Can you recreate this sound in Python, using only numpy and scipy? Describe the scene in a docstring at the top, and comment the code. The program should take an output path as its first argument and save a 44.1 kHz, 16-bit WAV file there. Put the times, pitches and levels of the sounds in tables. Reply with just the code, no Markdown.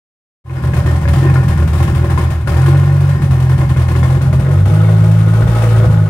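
"""The exhaust of a rough-running four-cylinder engine booms as its idle speed hunts in a garage.
Periodic gas pulses sound mainly the 2nd and 3rd harmonics of the firing rate and lope at each misfire.
Each firing puffs gas and rings the block and the open bay, while the valves tick. One cylinder is weak,
and after a miss the next catches with a chuff. Late on the revs rise and the microphone leans in,
so that the clatter takes on the resonances heard close above the engine."""
import sys
import numpy as np
from scipy import signal
from scipy.fft import rfft, irfft
from scipy.io import wavfile
from scipy.ndimage import uniform_filter1d, minimum_filter1d

SR = 44100
rng = np.random.default_rng(int(sys.argv[2]) if len(sys.argv) > 2 else 0)


def put_to_file(sound):
    """Save the sound as 16-bit audio at rate SR, in the file named by the first command-line argument."""
    columns = np.atleast_2d(sound).T  # one column per channel
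    safe = np.clip(columns, -1, 1)
    whole_steps = np.round(safe * 32767)
    wavfile.write(sys.argv[1], SR, whole_steps.astype(np.int16))


N = 268569
TIME = np.arange(N) / SR
RESPONSE_SIZE = 2 ** 14  # samples in an impulse response
IDLE_HZ = 41

# firings that catch after a miss: (time [s], relative chuff level [dB])
CATCH_EVENTS = [(0.636, -28.5), (0.736, -24), (0.855, -31), (1.014, -26), (1.083, -19), (1.1308, -23),
                (1.3382, -21), (1.481, -20), (1.5738, -26), (1.6752, -21.5), (1.7309, -20.5), (1.8019, -25),
                (1.8782, -25), (1.948, -21.5), (2.1, -20.5), (2.178, -20), (2.303, -21.5), (2.473, -19),
                (3.2114, -32), (3.3069, -25.5), (3.5775, -25), (3.6913, -23.5), (3.7655, -24),
                (3.8823, -21.5), (3.9585, -26), (4.0294, -21.5), (4.215, -22), (4.3268, -21.5),
                (4.395, -24), (4.6538, -25), (5.472, -26), (5.9, -24)]
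CATCH_S, CATCH_DB = np.transpose(CATCH_EVENTS)


def undb(db):
    """Decibel law: 20 dB is a tenfold amplitude."""
    return 10 ** (np.asarray(db) / 20)


def unit(x):
    """Normalisation to an rms of 1."""
    return x / np.sqrt(np.mean(x ** 2))


def curves(table):
    """Linear interpolation of each column of a time table to every sample."""
    times, *columns = np.transpose(table)
    return [np.interp(TIME, times, column) for column in columns]


def through(x, response):
    """Convolution: a linear system answers each sample with its impulse response."""
    return signal.fftconvolve(np.atleast_2d(x), np.atleast_2d(response), axes=-1)[:, :N]


def colour(hz, db):
    """Minimum phase: folding the cepstrum gives a causal response with the given spectrum."""
    bins_hz = np.fft.rfftfreq(RESPONSE_SIZE, 1 / SR)
    gain = undb(np.interp(np.log(bins_hz + 1), np.log(hz), db))
    cepstrum = irfft(np.log(gain))
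    cepstrum[1:RESPONSE_SIZE // 2] *= 2
    cepstrum[RESPONSE_SIZE // 2 + 1:] = 0
    return irfft(np.exp(rfft(cepstrum)))


def ring(modes):
    """Modal superposition: damped sinusoids sum to an impulse response of energy 1."""
    t = TIME[:RESPONSE_SIZE]
    response = sum((-1) ** k * undb(db) * width * np.exp(-np.pi * width * t) * np.sin(2 * np.pi * hz * t)
                   for k, (hz, width, db) in enumerate(modes))
    return response / np.linalg.norm(response)


def strikes(times, sizes):
    """Impulse train: each brief blow is idealised as one sample."""
    return np.bincount(np.clip(times * SR, 0, N - 1).astype(int), sizes, N)


def bursts(times, sizes, rise_s, decay_s):
    """Incoherent addition: overlapping bursts add in power to form one envelope."""
    t = TIME[:RESPONSE_SIZE]
    shape = (1 - np.exp(-t / rise_s)) * np.exp(-t / decay_s)
    power = through(strikes(times, sizes ** 2), (shape / shape.max()) ** 2)[0]
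    return np.sqrt(np.abs(power))


def incoherence(hz, half_hz=1400):
    """Spatial coherence: the share of power unrelated at the two microphone ports grows with pitch."""
    return hz ** 2 / (hz ** 2 + half_hz ** 2)


def port_noise(size):
    """Partially coherent noise: alike at both ports in the bass, unrelated in the treble."""
    apart = incoherence(np.fft.rfftfreq(size, 1 / SR))
    spectra = rfft(rng.standard_normal((2, size)))
    mid, side = irfft(spectra * np.sqrt([2 - apart, apart]), size)
    return unit(np.array([mid + side, mid - side]))


def garage(x, wet_db, t60_s=0.65):
    """Reverberation: an exponentially decaying diffuse tail follows the direct sound."""
    t = TIME[:RESPONSE_SIZE]
    tail = port_noise(RESPONSE_SIZE) * np.exp(-np.log(1000) * t / t60_s) * (t > .002)
    tail *= undb(wet_db) / np.linalg.norm(tail[0])
    return (x + through(x, tail)) / np.hypot(1, undb(wet_db))


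def crank_times(phase, per_firing):
    """Phase locking: events fall where the crank passes evenly spaced marks."""
    return TIME[1:][np.diff(np.floor(phase * per_firing)) > 0]


def combustion(times, miss_s=.045, miss_db=-8):
    """Misfire: the strength of combustion drops just before each catch."""
    until_catch = CATCH_S - times[:, None]
    missed = np.any((until_catch > 0) & (until_catch < miss_s), axis=1)
    return undb(miss_db * missed)


def firing_sizes(firings, scatter_db):
    """Cyclic variation: cylinder, misses and chance set each firing; a catch restarts the order."""
    # cylinders in firing order, from the one that catches to the weak one: (relative level [dB])
    cylinders = [3, 1.5, -.5, -1.5]
    caught = np.append(0, np.searchsorted(firings, CATCH_S - .5 / IDLE_HZ))
    number = np.arange(len(firings))
    since_catch = number - caught[np.searchsorted(caught, number, side="right") - 1]
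    cylinder_db = np.array(cylinders)[since_catch % len(cylinders)]
    return combustion(firings) * undb(cylinder_db + scatter_db * rng.standard_normal(len(firings)))


def clatter(times, sizes, tilt_db_per_octave):
    """Modal excitation: each blow lands elsewhere, favouring other modes; hard contact is brighter."""
    # modes of block and bay from the front: (frequency [Hz], bandwidth [Hz], relative level [dB])
    far_modes = [(305, 29, -3), (342.2, 22, 1), (377.2, 29, -4.5), (518, 25, -13), (569.5, 16, 1.5),
                 (581, 23, -10), (794.6, 24, -1), (996, 77, -12.5), (1033, 26, -0.5), (1077.5, 13.4, -2),
                 (1130, 65, -11), (1430, 37, -4), (1672, 74, -9.5), (1818, 26.5, -3.5), (2138, 32, -10),
                 (2520, 72, -18), (3460, 130, -33.5), (5050, 98, -32)]
    # modes from close above the engine: (frequency [Hz], bandwidth [Hz], relative level [dB])
    near_modes = [(316.5, 44, -0.5), (387, 37, 0.5), (510, 44, 4.5), (588, 45, 1), (622, 27, 5),
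                  (826, 21, 5), (1076, 62, -4), (1268, 27, 2.5), (1448, 65, 1.5), (1913, 35, -8),
                  (2154, 48, -10), (2860, 170, -50), (3600, 220, -24.5)]
    # how far the microphone leans in: (time [s], share of the near modes [0-1])
    leaning = [(3.8, 0.01), (4.7, 1)]
    nearness = np.interp(times, *np.transpose(leaning))
    ringing = np.zeros((2, N))
    for modes, share in ((far_modes, 1 - nearness), (near_modes, nearness)):
        hz, widths, db = np.transpose(modes)
        gains = undb(db + tilt_db_per_octave * np.log2(hz / 1000)) * widths
        for f, width, gain in zip(hz, widths, gains / np.linalg.norm(gains)):
            common, *own = rng.standard_normal((len(times), 3)).T
            coupling = np.sqrt(1 - incoherence(f)) * common + np.sqrt(incoherence(f)) * np.array(own)
            pushes = coupling * sizes * np.sqrt(share)
            train = np.array([strikes(times, push) for push in pushes]) + 1e-18
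            radius, angle = np.exp(-np.pi * width / SR), 2 * np.pi * f / SR
            feedback = [1, -2 * radius * np.cos(angle), radius ** 2]
            ringing += signal.lfilter([gain * np.sin(angle)], feedback, train)
    return ringing


def gas(firings, hiss_db):
    """Amplitude-modulated noise: escaping gas puffs at each firing and chuffs longer at each catch."""
    # spectrum of the escaping gas: (frequency [Hz], relative level [dB])
    spectrum = [(200, -24), (500, 7), (1000, 12), (2000, 4.5), (2800, 1.5), (4300, -5), (5100, -6),
                (5700, -7.5), (8000, -9.5), (9300, -7), (10500, -13.5), (15500, -15)]
    sizes = firing_sizes(firings, scatter_db=2.05)
    puffs = unit(bursts(firings, sizes, rise_s=0.002, decay_s=0.025)) * undb(hiss_db + 9.5)
    chuffs = bursts(CATCH_S, undb(CATCH_DB - 6.5), rise_s=0.00081, decay_s=0.029)
    hiss = unit(through(port_noise(N), colour(*np.transpose(spectrum))))
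    return garage(hiss * np.hypot(puffs, chuffs), wet_db=-3.5)


def valves(phase, rattle_db, lag_s=.004, jitter_s=0.001532, scatter_db=3.2):
    """Impact sound: two valves close per firing, each ringing the bay with a bright tick."""
    times = crank_times(phase, per_firing=2)
    timing, force = rng.standard_normal((len(times), 2)).T
    sizes = combustion(times) * undb(scatter_db * force)
    ticks = clatter(times + lag_s + jitter_s * timing, sizes, tilt_db_per_octave=2.1)
    return garage(unit(ticks) * undb(rattle_db - 5.5), wet_db=-0.5)


def block(firings, rattle_db):
    """Structure-borne sound: each firing clacks and scrapes in the block; at times it knocks hard."""
    # hard knocks of the block: (time [s], relative level [dB])
    hard_knocks = [(0.496, -15.5), (0.637, -17.5), (0.735, -12.5), (0.876, -13), (1.054, -17), (1.078, -13),
                   (1.266, -14.5), (1.289, -13.5), (1.357, -11), (1.406, -25.5), (1.803, -12.5),
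                   (1.878, -14.5), (2.098, -14), (2.176, -10.5), (2.473, -13), (3.763, -20), (3.952, -14.5),
                   (4.029, -11), (4.211, -18.5), (4.463, -17), (4.53, -21), (5.273, -14), (5.347, -19),
                   (5.47, -14.5), (5.56, -20), (5.613, -15), (5.825, -14.5), (5.845, -10), (5.899, -15),
                   (5.974, -17)]
    sizes = firing_sizes(firings, scatter_db=2.5)
    clacks = unit(clatter(firings, sizes, tilt_db_per_octave=-1.5)) * undb(rattle_db - 6.5)
    band = signal.butter(2, [330, 1500], "band", fs=SR, output="sos")
    envelope = bursts(firings, sizes, rise_s=0.00095, decay_s=0.0057)
    scrape = unit(signal.sosfilt(band, envelope * port_noise(N))) * undb(rattle_db - 14.5)
    knock_s, knock_db = np.transpose(hard_knocks)
    knocks = clatter(knock_s, undb(knock_db - 1.0), tilt_db_per_octave=1.8)
    return garage(clacks + scrape + knocks, wet_db=-3)


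def pipe_thumps(firings, jitter_s=0.002):
    """Pipe resonance: the unevenness of the firings sets the exhaust's modes ringing."""
    # modes of the exhaust pipe: (frequency [Hz], bandwidth [Hz], relative level [dB])
    pipe_modes = [(68.5, 34.5, -0.5), (97, 9.9, 1), (137, 17, 2.5), (161.4, 48.7, -5.5), (216, 49, -14)]
    timing, force = rng.standard_normal((len(firings), 2)).T
    pulses = strikes(firings + jitter_s * timing, np.tanh(2 * force))
    band = signal.butter(3, [68, 270], "band", fs=SR, output="sos")
    return unit(signal.sosfilt(band, through(pulses, ring(pipe_modes))[0]))


def pipe_boom(phase, firing_hz):
    """Source and filter: firing harmonics slide through peaks and dips, at constant total power."""
    # harmonics 1 to 4 of an exhaust pulse: (relative level [dB])
    harmonics = [1, 1.5, 0.5, -9]
    # transfer function of exhaust and garage: (frequency [Hz], gain [dB])
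    transfer = [(40, -28.5), (50, -36.5), (57, -17.5), (79, -7.5), (87, -16), (98, -9), (112, -4),
                (118, -23.5), (124, -12), (131, -7), (140, -8), (147, -28), (153, -9.5), (162, -10),
                (170, -21.5), (215, -25.5)]
    gains = [undb(db + np.interp(k * firing_hz, *np.transpose(transfer)))
             for k, db in enumerate(harmonics, 1)]
    tone = sum(gain * np.cos(2 * np.pi * k * phase) for k, gain in enumerate(gains, 1))
    return tone * np.sqrt(2) / np.linalg.norm(gains, axis=0)


def exhaust(phase, firing_hz, boom_db, firings):
    """Amplitude modulation: around each miss the boom sags and the thumps swell, so the engine lopes."""
    lope_db, lope_db_per_hz = -15, -0.02  # thumps against boom at smooth idle; they settle as revs rise
    stumble_db, stumble_s = 13, 0.063  # their swell around each catch
    sag = np.interp(TIME, firings, combustion(firings, miss_s=0.025, miss_db=-2.5))
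    from_catch_s = np.abs(firings[:, None] - CATCH_S).min(axis=1)
    stumble = np.interp(TIME, firings, np.exp(-(from_catch_s / stumble_s) ** 2))
    lope = undb(lope_db + lope_db_per_hz * (firing_hz - IDLE_HZ) + stumble_db * stumble)
    loping = pipe_boom(phase, firing_hz) * sag + pipe_thumps(firings) * lope
    return loping / np.hypot(1, lope) * undb(boom_db - 0.46)


def scene():
    """Superposition: one crank drives exhaust, block, valves and gas, and their pressures add."""
    # speed of the hunting crank: (time [s], firing rate [Hz])
    speed = [(0.44, 41.44), (0.55, 43.14), (1.0, 40.78), (1.07, 37.79), (1.24, 45.64), (1.7, 38.66),
             (1.82, 41.64), (2.34, 40.95), (2.47, 35.96), (2.65, 45.46), (2.8, 46.6), (3.14, 46.69),
             (3.41, 42.8), (3.64, 43.96), (3.88, 41.38), (4.23, 44.32), (4.4, 43.36), (4.84, 53.5),
             (5.31, 53.99), (5.45, 57), (5.8, 55.85), (6.08, 51.35)]
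    # relative strength of the firings: (time [s], gas hiss [dB], rattle [dB], exhaust boom [dB])
    load = [(0.66, -45, -29, -13), (0.78, -42, -24.5, -10.5), (1.05, -46, -26.5, -13.5),
            (1.1, -38.5, -25, -10), (1.34, -44.5, -25, -7.5), (1.73, -44, -24, -11.5),
            (1.79, -36.5, -23, -9), (2.0, -45, -27, -9.5), (2.21, -41.5, -23, -11), (2.44, -56, -34, -17),
            (2.5, -37.5, -23.5, -11.5), (2.77, -44.5, -24, -6.5), (2.91, -46, -29, -9.5),
            (3.83, -43, -26.5, -10), (4.06, -40.5, -28, -8), (4.25, -47.5, -27.5, -9.5),
            (4.89, -44, -25, -7), (5.14, -46.5, -29.5, -7.5), (5.61, -41, -22.5, -11),
            (5.79, -43, -24.5, -7), (6.05, -50, -29.5, -8.5), (6.08, -52.5, -26, -14)]
    firing_hz, = curves(speed)
    hiss_db, rattle_db, boom_db = curves(load)
    phase = np.cumsum(firing_hz) / SR  # one cycle per firing
    firings = crank_times(phase, per_firing=1)
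    return (exhaust(phase, firing_hz, boom_db, firings) + block(firings, rattle_db)
            + valves(phase, rattle_db) + gas(firings, hiss_db))


def limit(x, ceiling, window):
    """Peak limiting: the gain dips smoothly around peaks that pass the ceiling."""
    gain = ceiling / np.maximum(np.abs(x).max(axis=0), ceiling)
    return x * uniform_filter1d(minimum_filter1d(gain, window), window)


def record(dry):
    """Frequency response: the sound fades in, is coloured by each port, limited and low-passed."""
    # microphone ports, the right much duller: (frequency [Hz], left gain [dB], right gain [dB])
    ports = [(160, 1, 1), (343, 7, 5.5), (640, 3, 1), (1390, 1, -2), (2680, 4, -4), (3900, 4.5, -5.5),
             (4600, 4.5, -9.5), (7140, 6, -16.5), (9400, 7, -30), (12800, 6, -14)]
    start_s, fade_s, cutoff_hz = .44, 0.2, 15650
    hz, left_db, right_db = np.transpose(ports)
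    fade_in = np.clip((TIME - start_s) / fade_s, 0, 1)
    heard = through(dry * fade_in, np.array([colour(hz, left_db), colour(hz, right_db)]))
    heard = limit(heard, ceiling=.97, window=400)
    return signal.sosfilt(signal.ellip(12, .1, 80, cutoff_hz, fs=SR, output="sos"), heard)


dry = scene()
out = record(dry)
put_to_file(out)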